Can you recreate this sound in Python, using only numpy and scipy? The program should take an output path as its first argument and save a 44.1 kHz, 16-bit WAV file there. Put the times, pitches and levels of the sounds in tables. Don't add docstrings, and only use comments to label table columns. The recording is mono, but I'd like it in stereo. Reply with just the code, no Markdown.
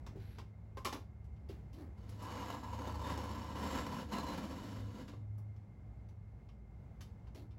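import sys
import numpy as np
from scipy import signal
from scipy.fft import rfft, irfft
from scipy.io import wavfile
from scipy.ndimage import uniform_filter1d

SR = 44100
rng = np.random.default_rng(int(sys.argv[2]) if len(sys.argv) > 2 else 0)


def put_to_file(sound):
    columns = np.atleast_2d(sound).T
    safe = np.clip(columns, -1, 1)
    whole_steps = np.round(safe * 32767)
    wavfile.write(sys.argv[1], SR, whole_steps.astype(np.int16))


N = 334278
TIME = np.arange(N) / SR

# nominal frequency in Hz, width in Hz, level in dB above
RACK_MODES = [(201, 20, 3.5), (263.5, 19, 3.5), (430, 9.5, -1.5), (497, 23, 6.5), (948, 27, 11.5),
              (1024, 29, 11), (1133, 23, 10), (1328, 11, 8.5), (1650, 14, 7.5), (1730, 15, 2.5),
              (1910, 13, 2.5), (2224, 21, 3), (2500, 46, 1), (2936, 64, 6), (3120, 38, 1), (3668, 37, 9.5),
              (4180, 64, 3), (4500, 70, 5.5), (5190, 48, -1), (5320, 90, 6), (6530, 230, 4.5),
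              (7440, 230, 8)]


def undb(db):
    return 10 ** (np.asarray(db) / 20)


def unit(x):
    return x / np.sqrt(np.mean(x ** 2))


def bins(x):
    return np.maximum(np.fft.rfftfreq(x.shape[-1], 1 / SR), 1)


def shape(points, hz):
    points_hz, db = np.transpose(points)
    return undb(np.interp(np.log(hz), np.log(points_hz), db))


def colour(x, gain):
    size = x.shape[-1]
    cepstrum = irfft(np.log(gain + 1e-9), size)
    cepstrum[1:size // 2] *= 2
    cepstrum[size // 2 + 1:] = 0
    return irfft(rfft(x) * np.exp(rfft(cepstrum)), size)


def stereo_noise(size):
    # frequency in Hz, side minus mid in dB.
    side_colour = [(60, -18), (200, -18), (380, -14.5), (700, -4), (1300, -10.5), (2400, -18),
                   (4400, -41.5), (15000, -40)]
    mid, side = rng.standard_normal((2, size))
    side = colour(side, shape(side_colour, bins(side)))
    return np.array([mid + side, mid - side])


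def fade(times_s, db):
    return undb(np.interp(TIME, times_s, db, left=-150, right=-150))


def walk(rate_hz):
    hold = int(SR / rate_hz)
    steps = np.repeat(rng.standard_normal(N // hold + 1), hold)
    return unit(uniform_filter1d(steps, hold))[:N]


def add(out, start_s, sound):
    i = max(int(start_s * SR), 0)
    out[:, i:i + sound.shape[-1]] += sound[..., :N - i]


def rack(x, points, modes, ringing, scatter_db=2):
    hz = bins(x)
    chance = rng.standard_normal((len(modes), 2))
    power = 1
    for (mode_hz, width_hz, db), (louder, detune) in zip(modes, chance):
        height = undb(db + scatter_db * louder) ** 2 - 1
        power = power + height / (1 + (2 * (hz - mode_hz) / width_hz + detune) ** 2)
    return colour(x, shape(points, hz) * np.maximum(power, .1) ** (ringing / 2))


def cavity(t60_s, tail_t60_s, tail_db, rise_s, size=16384):
    t = np.arange(size) / SR
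    decay = undb(-60 * t / t60_s) + undb(tail_db - 60 * t / tail_t60_s)
    return stereo_noise(size) * decay * (1 - np.exp(-t / rise_s))


def crest(x, band_hz):
    band_pass = signal.butter(2, band_hz, "band", fs=SR, output="sos")
    part = signal.sosfilt(band_pass, x.mean(axis=0))
    return np.sqrt(uniform_filter1d(part ** 2, size=660).max())


def room(rumble_db=-52.5, whine_hz=2115, whine_half_width_hz=45, whine_db=-84,
         drone_hz=206, drone_db=-68, diffuse_db=-77):
    # frequency in Hz, relative level in dB.
    rumble_colour = [(20, -37), (35, -19.5), (55, 0.5), (75, 0), (110, -5.5), (150, -9.5), (205, -15.5),
                     (300, -23.5), (520, -28.5), (780, -29), (1300, -41.5), (2200, -46), (3200, -54.5),
                     (7000, -59), (15500, -64.5)]
    air_colour = [(100, -10.5), (400, 9.5), (800, -9), (1400, 0.0), (3500, -27.0), (9000, -54)]
    hz = bins(TIME)
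    rumble = unit(colour(stereo_noise(N), shape(rumble_colour, hz)))
    rumble = rumble * undb(rumble_db + 1.4 * walk(4.6))
    diffuse = unit(colour(rng.standard_normal((2, N)), shape(air_colour, hz)))
    whine_gain = 1 / (1 + ((hz - whine_hz) / whine_half_width_hz) ** 2)
    whine = unit(colour(stereo_noise(N), whine_gain))
    drone = unit(np.sin(2 * np.pi * np.cumsum(drone_hz + 2 * walk(8)) / SR))
    return rumble + undb(diffuse_db) * diffuse + undb(whine_db) * whine + undb(drone_db) * drone


def clicks(gain_db=-3.5, chatter_db=-10, rebounds_per_s=1200, clank_db=-1, clank_db_per_body_db=0.089,
           hard_blow_db=-49, clank_db_per_blow_db=0.5):
    # start in seconds, level in dB before gain_db, body in dB up to 600 Hz,
    # treble in dB from 10 kHz, chatter decay in seconds.
    contacts = [(0.0642, -57.5, 10, -0.5, .004), (0.384, -57, 11, -2, 0.0023),
                (0.771, -56, 21.5, 3, 0.0033), (0.848, -43.5, 0, 9.5, .005), (0.8525, -42, 13.5, 2, 0.013),
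                (0.925, -50.5, 13, -2, 0.0062), (0.9264, -49, 15, 7, 0.0043),
                (0.943, -58.5, 25, -25, 0.015), (1.243, -78.5, 3, 9, 0.008), (1.363, -79, -8, -6, 0.013),
                (1.488, -63, -7, 0, 0.012), (1.73, -66.5, -6, 8, 0.0089), (2.092, -62, -6, 11, .002),
                (2.2228, -60, -8, 15.5, 0.0031), (5.081, -62, -8, -12, 0.0083),
                (5.135, -70.5, 28, -7, 0.0046), (5.381, -74.5, 24, 20, .004), (5.563, -76, 0, 1, .004),
                (6.087, -73, -2, 5, 0.005), (6.488, -69.5, 2, -5, 0.0064), (7.008, -57.5, -2, 5.5, 0.011),
                (7.27, -72, 13, -4, 0.0061), (7.347, -64, 7, 5, 0.0078), (7.508, -74, -2, -7, .008)]
    # frequency in Hz, relative level in dB.
    click_colour = [(100, -23), (270, 5), (420, 0.5), (750, -1.5), (1120, 9), (1500, -1.5), (2200, 5),
                    (3000, 3), (3800, 0), (5500, 0), (8000, -10), (11000, -9), (15500, -16.5)]
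    # nominal frequency in Hz, width in Hz, level in dB above the
    grip_modes = [(260, 16, 5.5), (650, 30, -18), (829, 30, 7), (1045, 17, 3), (1047, 18, 9.5),
                  (1573, 24, 14.5), (2770, 18, 15), (3080, 39, 8.5), (3600, 49, 12.5), (4800, 100, 5),
                  (5400, 150, 3.5), (7900, 55, 8)]
    # nominal frequency in Hz, relative level in dB, t60 in seconds.
    clank_modes = [(825, -2, 0.089), (1050, -6, 0.1), (1030, 1, 0.027), (3020, -12, 0.18)]
    out = np.zeros((2, N))
    for start_s, db, body_db, treble_db, chatter_s in contacts:
        ring = cavity(t60_s=0.069, tail_t60_s=0.24, tail_db=1.0, rise_s=0.00032)
        t, hz = np.arange(ring.shape[-1]) / SR, bins(ring)
        rebounds = (rng.random(len(t)) < rebounds_per_s / SR) * rng.choice([-1, 1], len(t))
        force = rebounds * undb(chatter_db) * np.exp(-t / max(chatter_s, 1e-4))
        force[0] = 1
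        ring = signal.fftconvolve(ring, force[None], axes=1)[:, :len(t)]
        ring = rack(ring, click_colour, grip_modes, ringing=0.62)
        ring = colour(ring, shape([(600, body_db), (2500, 0), (4000, 0), (10000, treble_db)], hz))
        ring /= crest(ring, (2500, 8000))
        clank = 0
        for mode_hz, mode_db, t60_s in clank_modes:
            tuned_hz = mode_hz * (1 + 0.013 * rng.standard_normal())
            clank = clank + undb(mode_db - 60 * t / t60_s) * np.sin(2 * np.pi * tuned_hz * t)
        lightness_db = clank_db_per_blow_db * min(db - hard_blow_db, 0)
        clank = clank * undb(clank_db + clank_db_per_body_db * body_db + lightness_db)
        add(out, start_s, (ring + clank) * undb(db + gain_db))
    return out


def hum(levels, hz, climb_hz_per_s, drift_hz, gain_db, waver_db):
    times_s, db = np.transpose(levels)
    pitch_hz = hz + climb_hz_per_s * (TIME - times_s[0]) + drift_hz * walk(1.533)
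    swell = uniform_filter1d(fade(times_s, db + gain_db), size=4410)
    return unit(np.sin(2 * np.pi * np.cumsum(pitch_hz) / SR)) * swell * undb(waver_db * walk(11))


def hums():
    # time in seconds, level in dB before gain and waver.
    upper_levels = [(0.1, -54), (1.99, -59), (2.16, -46.5), (2.66, -56.5), (2.77, -48), (3.52, -50),
                    (3.58, -67), (4.43, -57.5), (4.87, -43.5), (4.99, -60), (5.35, -41.5), (5.77, -56),
                    (6.31, -51), (6.47, -65), (7.58, -52.5)]
    lower_levels = [(0.9, -66), (1.18, -55), (2.72, -54), (3.09, -46.5), (4.57, -55.5), (4.6, -60)]
    deep_levels = [(5.6, -64.5), (6.6, -53), (7.58, -61.5)]
    upper = hum(upper_levels, 104.2, climb_hz_per_s=0, drift_hz=0.716, gain_db=-1, waver_db=1.0)
    lower = hum(lower_levels, 70.8, climb_hz_per_s=1.9, drift_hz=0.34, gain_db=0.5, waver_db=3.0)
    deep = hum(deep_levels, 55.3, climb_hz_per_s=0, drift_hz=0.5, gain_db=-2, waver_db=0.5)
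    return upper + lower + deep


def knocks(gain_db=-1, rustle_db=-9):
    # start in seconds, level in dB before gain_db.
    blows = [(0.156, -50.5), (0.172, -49.5), (1.496, -45.5)]
    # frequency in Hz, relative level in dB, t60 in seconds.
    knock_modes = [(337, -1.5, 0.086), (390, 5, 0.092), (483, -9, 0.077)]
    thud_colour = [(80, -20), (400, 5), (800, -21), (2000, -16), (8000, -30)]
    out = np.zeros((2, N))
    for start_s, db in blows:
        thud = cavity(t60_s=.09, tail_t60_s=0.52, tail_db=7, rise_s=0.0028)
        thud = colour(thud, shape(thud_colour, bins(thud)))
        t = np.arange(thud.shape[-1]) / SR
        ring = sum(undb(mode_db - 60 * t / t60_s) * np.sin(2 * np.pi * mode_hz * t)
                   for mode_hz, mode_db, t60_s in knock_modes)
        sound = unit(ring * (1 - np.exp(-t / 0.0016))) + undb(rustle_db) * unit(thud)
        add(out, start_s, sound * undb(db + gain_db) / crest(sound, (250, 700)))
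    return out


def rubs(hiss_gain_db=0.5, body_gain_db=0, crunch_db=2.0, attack_s=0.01,
         hiss_release_db_per_s=330, body_release_db_per_s=172, size=16384):
    # start in seconds, length in seconds before release, hiss in dB and body in dB before gains.
    strokes = [(0.19, 0.19, -71, -75), (0.386, 0.0088, -71, -65.5), (1.486, 0.025, -68, -55.5),
               (1.735, 0.032, -70, -60.5), (1.778, 0.05, -73.5, -53.5), (2.078, 0.085, -73, -65.5),
               (7.349, 0.049, -66.5, -56.5)]
    # frequency in Hz, relative level in dB.
    hiss_colour = [(500, -30), (1500, 10.5), (3200, 2), (3900, 4), (4500, 3.5), (5000, -4), (5900, -5),
                   (6700, -14), (11000, -8), (15500, -13)]
    body_colour = [(120, -23), (280, 19.5), (500, 4), (1100, -3.5), (1800, -6), (4000, -29)]
    out, t = np.zeros((2, N)), np.arange(size) / SR
    for start_s, length_s, hiss_db, body_db in strokes:
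        grains = stereo_noise(size) * undb(crunch_db * np.clip(walk(300)[:size], -1, 1))
        layers = ((hiss_colour, hiss_db + hiss_gain_db, hiss_release_db_per_s),
                  (body_colour, body_db + body_gain_db, body_release_db_per_s))
        for points, db, release_db_per_s in layers:
            release_db = release_db_per_s * np.maximum(t - length_s, 0)
            gain = np.minimum(t / attack_s, 1) * undb(db - release_db)
            add(out, start_s, unit(colour(grains, shape(points, bins(grains)))) * gain)
    return out


def squeak(start_s=0.21, length_s=0.18, start_hz=11700, sag_hz_per_s=3000, waver_hz=90, level_db=-80):
    age_s = np.clip(TIME - start_s, 0, length_s)
    pitch_hz = start_hz - sag_hz_per_s * age_s + waver_hz * walk(600)
    tone = unit(np.sin(2 * np.pi * np.cumsum(pitch_hz) / SR))
    return tone * np.sin(np.pi * age_s / length_s) * undb(level_db)


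def friction(forces, points, gain):
    power, played = 0, 0
    for force in forces:
        ring = cavity(t60_s=0.024, tail_t60_s=0.25, tail_db=-7, rise_s=0.00013, size=8192)
        ring = rack(ring, points, RACK_MODES, ringing=1.0)
        power += np.mean(force ** 2) * np.sum(ring[0] ** 2)
        played = played + signal.oaconvolve((force * gain)[None], ring, axes=1)[:, :N]
    return played / np.sqrt(power)


def slide(slips_per_s=2100, scatter_db=4, judder_db=1.5, grind_db=-51.5, grit_db=-59, shudder_db=-51,
          steady_pull_db=-51, grit_growth=0.84, shudder_growth=0.62, shudder_rise_db_per_s=1.46, count=5):
    # time in seconds, level in dB.
    first_pull = [(1.97, -73), (2.13, -67), (2.14, -67), (2.26, -51), (2.54, -48), (2.57, -58), (2.87, -51),
                  (2.98, -55.5), (3.1, -42), (3.12, -49.5), (3.55, -54), (3.57, -47), (3.78, -43),
                  (3.88, -50), (4.0, -47), (4.07, -67)]
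    second_pull = [(4.085, -60), (4.093, -54), (4.123, -43), (4.195, -48.5), (4.231, -52), (4.291, -44.5),
                   (4.457, -52), (4.765, -56), (4.875, -64), (5.009, -56.5), (5.065, -74), (5.081, -58.5),
                   (5.23, -91)]
    # frequency in Hz, relative level in dB.
    grind_colour = [(120, -6.5), (400, -4.5), (600, 9), (850, 3), (1100, -1.5), (1300, 0), (2000, -3),
                    (3000, -11), (6000, -38)]
    grit_colour = [(900, 1), (2200, -1), (3200, 5), (5000, 2), (7500, -5.5), (11000, -4), (15500, -9.5)]
    shudder_colour = [(60, -27), (140, -6), (200, -1), (290, 2.5), (390, -8), (500, -9.5), (750, -36),
                      (2000, -57)]
    times_s, pull_db = np.transpose(np.vstack([first_pull, second_pull]))
    effort = fade(times_s, pull_db - steady_pull_db)
    overhang_db = shudder_rise_db_per_s * (TIME - times_s[0])
    slip_db = scatter_db * np.clip(rng.standard_normal(N), -2, 2) + judder_db * walk(80)
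    slips = (rng.random(N) < slips_per_s / SR) * undb(slip_db) * rng.choice([-1, 1], N)
    corner = rng.integers(0, count, N)
    forces = np.array([slips * (corner == k) * undb(4.9 * walk(7)) for k in range(count)])
    forces /= np.sqrt(uniform_filter1d(np.sum(forces ** 2, axis=0), size=3500) + 1e-9)
    grind = friction(forces, grind_colour, undb(grind_db) * effort)
    grit = friction(forces, grit_colour, undb(grit_db) * effort ** grit_growth)
    shudder = friction(forces, shudder_colour, undb(shudder_db + overhang_db) * effort ** shudder_growth)
    return grind + grit + shudder + singing(forces.sum(axis=0))


def singing(slips, edge_s=.03):
    # start in seconds, end in seconds, frequency in Hz,
    # a third of each pole's bandwidth in Hz, level in dB before the edge fades.
    notes = [(2.2, 2.6, 1000, 110, -53.5), (2.6, 3.35, 960, 70, -52.5), (3.35, 4.0, 960, 70, -54.5),
             (4.09, 4.36, 945, 55, -52), (3.0, 3.13, 3690, 45, -62), (3.05, 3.7, 5420, 50, -72),
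             (3.62, 3.87, 7490, 80, -68), (4.11, 4.22, 2770, 80, -61), (4.11, 4.24, 4090, 40, -59),
             (4.24, 4.35, 4060, 40, -60)]
    out = np.zeros((2, N))
    for start_s, end_s, note_hz, width_hz, db in notes:
        pole = np.exp((2j * np.pi * note_hz - 3 * np.pi * width_hz) / SR)
        drive = slips[int(start_s * SR):int(end_s * SR)]
        ring = signal.lfilter([1], np.poly([pole, pole]), drive).real
        t = np.arange(len(ring)) / SR
        edges = np.clip(np.minimum(t, t[::-1]) / edge_s, 0, 1)
        add(out, start_s, unit(ring) * edges * undb(db))
    return out


def bumps(gain_db=-7):
    # start in seconds, level in dB before gain_db.
    jolts = [(2.872, -42.5), (3.015, -43), (3.175, -41), (3.235, -45), (3.594, -45), (3.638, -41),
             (3.718, -44), (3.751, -39.5), (4.183, -38.5), (4.283, -47), (4.578, -48), (4.982, -52.5)]
    jolt_colour = [(80, -17), (270, 7.0), (500, -1.0), (1000, -5), (1500, -16.5), (4000, -23), (15000, -28.0)]
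    out = np.zeros((2, N))
    for start_s, db in jolts:
        ring = cavity(t60_s=0.037, tail_t60_s=0.1, tail_db=-1.5, rise_s=0.00076)
        ring = rack(ring, jolt_colour, RACK_MODES, ringing=1.0)
        add(out, start_s, ring * undb(db + gain_db) / crest(ring, (700, 2500)))
    return out


def scene():
    return room() + clicks() + hums() + knocks() + rubs() + squeak() + slide() + bumps()


def record(dry, top_hz=15800, pad=2048):
    # frequency in Hz, lag in turns of phase.
    port_lag = [(7400, 0), (10900, 1), (11500, 1), (15100, 2)]
    left = np.pad(dry[0], pad, mode="reflect")
    turns = np.interp(bins(left), *np.transpose(port_lag))
    left = irfft(rfft(left) * np.exp(-2j * np.pi * turns), len(left))[pad:-pad]
    low_pass = signal.ellip(10, .2, 70, top_hz, fs=SR, output="sos")
    return signal.sosfilt(low_pass, np.array([left, dry[1]]))


dry = scene()
out = record(dry)
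put_to_file(out)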